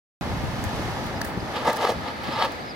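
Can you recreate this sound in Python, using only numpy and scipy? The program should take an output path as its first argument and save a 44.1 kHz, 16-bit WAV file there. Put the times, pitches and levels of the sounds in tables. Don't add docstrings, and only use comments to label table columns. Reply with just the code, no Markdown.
import sys
import numpy as np
from scipy.fft import rfft, irfft, next_fast_len
from scipy.io import wavfile
from scipy.ndimage import map_coordinates

SR = 44100
rng = np.random.default_rng(int(sys.argv[2]) if len(sys.argv) > 2 else 0)


def master(y):
    cut = np.clip(np.atleast_2d(y).T, -1, 1)
    pcm = np.round(cut * 32767)
    wavfile.write(sys.argv[1], SR, pcm.astype(np.int16))


N = 121275

# f/Hz, correlation
WIND_CORRELATION = [(40, 0.46), (130, 0.62), (250, 0.83)]


def tyre_scrub(slips_per_s=2000, slip_share=0.43, judder_hz=130.3, judder_db=1.5, rasp_lag_s=0.00003):
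    # peak t/s, rise/s, fall/s, groan/dB, ring/dB, rasp/dB, sand/dB
    bursts = [(1.561, 0.018, 0.066, -34, -30, -35.5, -54), (1.681, 0.024, 0.039, -20.5, -21, -31.5, -39),
              (1.83, 0.029, 0.042, -23, -24, -30, -40), (1.852, 0.0052, 0.004, -19.5, -25, -46, -53),
              (1.877, 0.012, 0.0072, -33, -25.5, -36, -48), (1.895, 0.011, 0.019, -20.5, -24.5, -33, -38),
              (2.086, 0.057, 0.031, -35.5, -32.5, -39.5, -58), (2.286, 0.07, 0.13, -37, -32.5, -37.5, -51),
              (2.424, 0.047, 0.033, -27, -22.5, -29, -63), (2.454, 0.02, .008, -32, -27.5, -31, -44)]
    # f/Hz, width/Hz, level/dB
    groan_modes = [(557, 260, 0)]
    ring_modes = [(908, 123, -4.5), (1190, 153, -8.5), (1650, 170, -12.5), (1985, 94, -9)]
    # f/Hz, level/dB
    groan_skirt = [(80, -5), (230, 5), (390, -10), (470, 1.5), (660, 0), (900, -3), (2000, -42)]
    ring_skirt = [(200, -16), (550, -27), (780, 3), (1300, 4.5), (1500, -3), (1700, 2), (2100, -5.5),
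                  (2400, -16), (3200, -37), (8000, -9.5)]
    rasp_spectrum = [(900, -28), (2000, 8), (3000, 11.5), (4300, 8), (5200, 2.5), (6500, -15), (10000, -35),
                     (16000, -45)]
    sand_spectrum = [(2500, -11), (5500, 8.5), (8000, -1), (11500, -2), (14000, -7), (16000, -27)]
    # f/Hz, correlation
    correlation = [(200, 0.88), (550, 1), (1200, 0.93), (1700, 0.82), (2600, 0.13), (4000, 0.98),
                   (6000, 0.66), (14000, .1)]
    t, power = clock(), np.zeros((4, N))
    for peak_s, rise_s, fall_s, *levels_db in bursts:
        swell = np.exp(-np.maximum((peak_s - t) / rise_s, (t - peak_s) / fall_s))
        power += np.outer(amp(levels_db), swell) ** 2
    rub = lambda: friction(slips_per_s, slip_share)
    groan = stereo(resonate(rub(), groan_modes), groan_skirt, correlation)
    ring = stereo(resonate(rub(), ring_modes), ring_skirt, correlation)
    rasp = stereo(rub(), rasp_spectrum, correlation, rasp_lag_s)
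    sand = stereo(rub(), sand_spectrum, correlation)
    scrub = sum(gain * layer for gain, layer in zip(np.sqrt(power), (groan, ring, rasp, sand)))
    return amp(judder_db * wobble(judder_hz)) * scrub


def tyre_roll(grains_per_s=460, grain_share=0.14, roar_lag_s=0.00007, hiss_lag_s=0.00017):
    # t/s, roar/dB, hiss/dB
    levels = [(.21, -31.5, -45), (.5, -33.5, -45), (.8, -31, -41.5), (1.07, -32, -44.5), (1.19, -32.5, -47),
              (1.3, -32.5, -51.5), (1.41, -35.5, -48), (1.52, -32, -45), (1.98, -37, -47.5),
              (2.2, -41, -50), (2.55, -39, -47.5), (2.75, -47.5, -53.5)]
    # f/Hz, level/dB
    roar_spectrum = [(80, -16), (250, 1.5), (420, -5), (600, -0.5), (900, -2.5), (1450, -9), (1800, -8.5),
                     (2600, -17), (5000, -25), (9000, -50)]
    hiss_spectrum = [(1000, -34), (2500, 0), (3300, 1.5), (4700, -1.5), (6000, -3.5), (7500, -10.5),
                     (9500, -12.5), (12000, -12), (14000, -19), (16000, -32)]
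    # f/Hz, correlation
    correlation = [(300, 0.83), (800, 0.78), (1400, 0.57), (2200, 0.26), (3400, 0.35), (4300, 0.99),
                   (5500, 0.087), (14000, 0.092)]
    roar_db, hiss_db = envelopes(levels)
    roar = stereo(white(), roar_spectrum, correlation, roar_lag_s)
    hiss = stereo(friction(grains_per_s, grain_share), hiss_spectrum, correlation, hiss_lag_s)
    return amp(roar_db) * roar + amp(hiss_db) * hiss


def grit(correlation=0.067):
    # t/s, level/dB, rise and fall/s, treble over body/dB
    ticks = [(0.641, -26.5, 0.00092, 1), (0.649, -45, 0.0033, 9), (1.043, -33, 0.00087, -2),
             (1.068, -42, 0.0055, -2), (1.2168, -23, .0015, -8.5), (1.2503, -31.5, 0.0029, -2.5),
             (1.275, -47, 0.034, 7), (1.732, -31, 0.0023, 0), (1.766, -34, 0.0061, -2),
             (1.772, -27, 0.00053, -10), (1.92, -34, .001, -1), (2.237, -45, .006, 0), (2.45, -32, .001, 0),
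             (2.522, -39.5, 0.0025, -2)]
    # f/Hz, level/dB
    body_spectrum = [(600, -5), (1300, -3), (1700, 17), (2200, -6), (3000, -11), (4600, 0), (6500, -6.5),
                     (9000, -57), (16000, -35)]
    treble_spectrum = [(3000, -13), (7000, -1), (9000, 3), (13000, -1), (15500, 3.5)]
    body = stereo(white(), body_spectrum, [(1000, correlation)])
    treble = stereo(white(), treble_spectrum, [(1000, correlation)])
    out = np.zeros((2, N))
    for peak_s, level_db, tau_s, tilt_db in ticks:
        envelope = amp(level_db) * np.exp(-np.abs(clock() - peak_s) / tau_s)
        out += envelope * (amp(-tilt_db / 2) * body + amp(tilt_db / 2) * treble)
    return out


def brake_squeaks(waver_depth_hz=102, waver_per_s=700):
    # peak t/s, sigma/s, f/Hz, glide/(Hz/s), level/dB
    squeaks = [(1.172, 0.01, 4940, -2000, -45.5), (1.4055, 0.0024, 4920, 0, -39),
               (2.342, 0.011, 5050, -5000, -44), (2.672, .016, 5150, -9000, -52),
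               (2.697, 0.0055, 5080, 6002.5, -43), (2.712, 0.0065, 4900, -42000, -40.5)]
    out = np.zeros(N)
    for peak_s, sigma_s, hz, glide_hz_per_s, level_db in squeaks:
        pitch_hz = hz + glide_hz_per_s * (clock() - peak_s) + waver_depth_hz * wobble(waver_per_s)
        tone = np.sqrt(2) * np.sin(2 * np.pi * np.cumsum(pitch_hz) / SR)
        out += amp(level_db) * gaussian(peak_s, sigma_s) * tone
    return out


def car_hum():
    # t/s, level/dB
    levels = [(1.4, -41), (2.1, -35.5), (2.55, -35), (2.75, -37)]
    # f/Hz, level/dB
    spectrum = [(50, -25), (270, 5), (420, -6), (640, -0.5), (1100, -3), (2000, -5.5), (3000, -17.5),
                (4700, -13.5), (7000, -61), (16000, -43)]
    # f/Hz, correlation
    correlation = [(300, 0.7), (600, 0.54), (1000, -0.8), (1500, -0.74), (2300, 0.52), (5500, 0.34),
                   (9000, -0.66), (14000, -0.34)]
    level_db, = envelopes(levels)
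    return amp(level_db) * stereo(white(), spectrum, correlation)


def wind(lump_db=0.5, lumps_per_s=35):
    # t/s, level/dB
    levels = [(.21, -31), (.45, -30), (.68, -33), (.83, -29.5), (.95, -35), (1.15, -32.5), (1.29, -36),
              (1.39, -33.5), (1.5, -39), (1.88, -47), (1.98, -34.5), (2.08, -43.5), (2.2, -39.5),
              (2.75, -44.5)]
    # f/Hz, level/dB
    spectrum = [(20, -32), (30, -13), (42, -12), (60, -2.5), (92, -0.5), (118, 0.5), (135, -4), (160, -3),
                (250, -6), (400, -25), (900, -30.5), (3000, -52)]
    level_db, = envelopes(levels)
    lumps = amp(lump_db * wobble(lumps_per_s))
    return amp(level_db) * unit_rms(lumps * stereo(white(), spectrum, WIND_CORRELATION))


def thumps():
    # peak t/s, level/dB, sigma/s, f/Hz
    bumps = [(0.442, -18.5, 0.0037, 176), (0.595, -28.5, 0.0082, 109), (0.669, -25.5, 0.011, 91),
             (1.377, -19, .002, 234), (1.425, -30, 0.006, 267), (1.688, -30.5, 0.0067, 210),
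             (1.964, -34.5, 0.019, 158), (2.293, -26, 0.0041, 220)]
    # ratio to the bump's f, level/dB
    shape = [(.25, -61), (.6, 4.5), (1, 2.5), (1.5, 1.5), (2.5, -35), (8, -52)]
    out = np.zeros((2, N))
    for peak_s, level_db, sigma_s, hz in bumps:
        spectrum = [(hz * ratio, db) for ratio, db in shape]
        out += amp(level_db) * gaussian(peak_s, sigma_s) * stereo(white(), spectrum, WIND_CORRELATION)
    return out


def friction(snaps_per_s, share):
    snaps = unit_rms(white() * (rng.random(N) < snaps_per_s / SR))
    return np.sqrt(share) * snaps + np.sqrt(1 - share) * white()


def resonate(x, modes):
    return filtered(x, lambda f: sum(amp(db) * 1j * f * width / (hz * hz - f * f + 1j * f * width)
                                     for hz, width, db in modes))


def stereo(pair, spectrum, correlation, lag_s=0):
    angle = lambda hz: np.arccos(np.clip(log_interp(correlation, hz), -.99, .99)) / 2
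    response = lambda hz: amp(log_interp(spectrum, hz)) * [np.cos(angle(hz)), np.sin(angle(hz))]
    mid, side = filtered(pair, response)
    ears = np.array([mid + side, mid - side])
    if lag_s:
        ears = filtered(ears, lambda hz: np.exp(1j * np.pi * lag_s * np.outer([-1, 1], hz)))
    return unit_rms(ears)


def filtered(x, response):
    size = next_fast_len(N + SR // 2)
    return irfft(rfft(x, size) * response(np.fft.rfftfreq(size, 1 / SR)), size)[..., :N]


def envelopes(rows):
    times_s, *columns = np.transpose(rows)
    return [np.interp(clock(), times_s, column) for column in columns]


def log_interp(points, hz):
    knots_hz, values = np.transpose(points)
    return np.interp(np.log(hz + 1), np.log(knots_hz + 1), values)


def wobble(knots_per_s):
    return map_coordinates(rng.standard_normal(N // 8), [clock() * knots_per_s], mode="wrap")


def gaussian(peak_s, sigma_s):
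    return np.exp(-((clock() - peak_s) / sigma_s) ** 2 / 2)


def white():
    return rng.standard_normal((2, N))


def amp(db):
    return 10 ** (np.asarray(db) / 20)


def unit_rms(x):
    return x / np.sqrt(np.mean(x ** 2) + 1e-20)


def clock():
    return np.arange(N) / SR


def scene():
    return car_hum() + wind() + thumps() + tyre_roll() + tyre_scrub() + grit() + brake_squeaks()


def record(dry, reflection_s=0.002339, reflection_gain=0.15, start_s=0.2105, cutoff_hz=16000):
    # f/Hz, left minus right/dB
    balance = [(40, -5), (80, 2), (150, 0), (400, 1), (1200, 0.8), (3000, -1.4), (5500, -1.8),
               (15000, -1.5)]
    comb = lambda hz: 1 + reflection_gain * np.exp(-2j * np.pi * hz * reflection_s)
    pan = lambda hz: amp(np.outer([.5, -.5], log_interp(balance, hz)))
    coloured = filtered(dry, lambda hz: comb(hz) * pan(hz))
    return filtered(coloured * (clock() >= start_s), lambda hz: hz < cutoff_hz)


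dry = scene()
out = record(dry)
master(out)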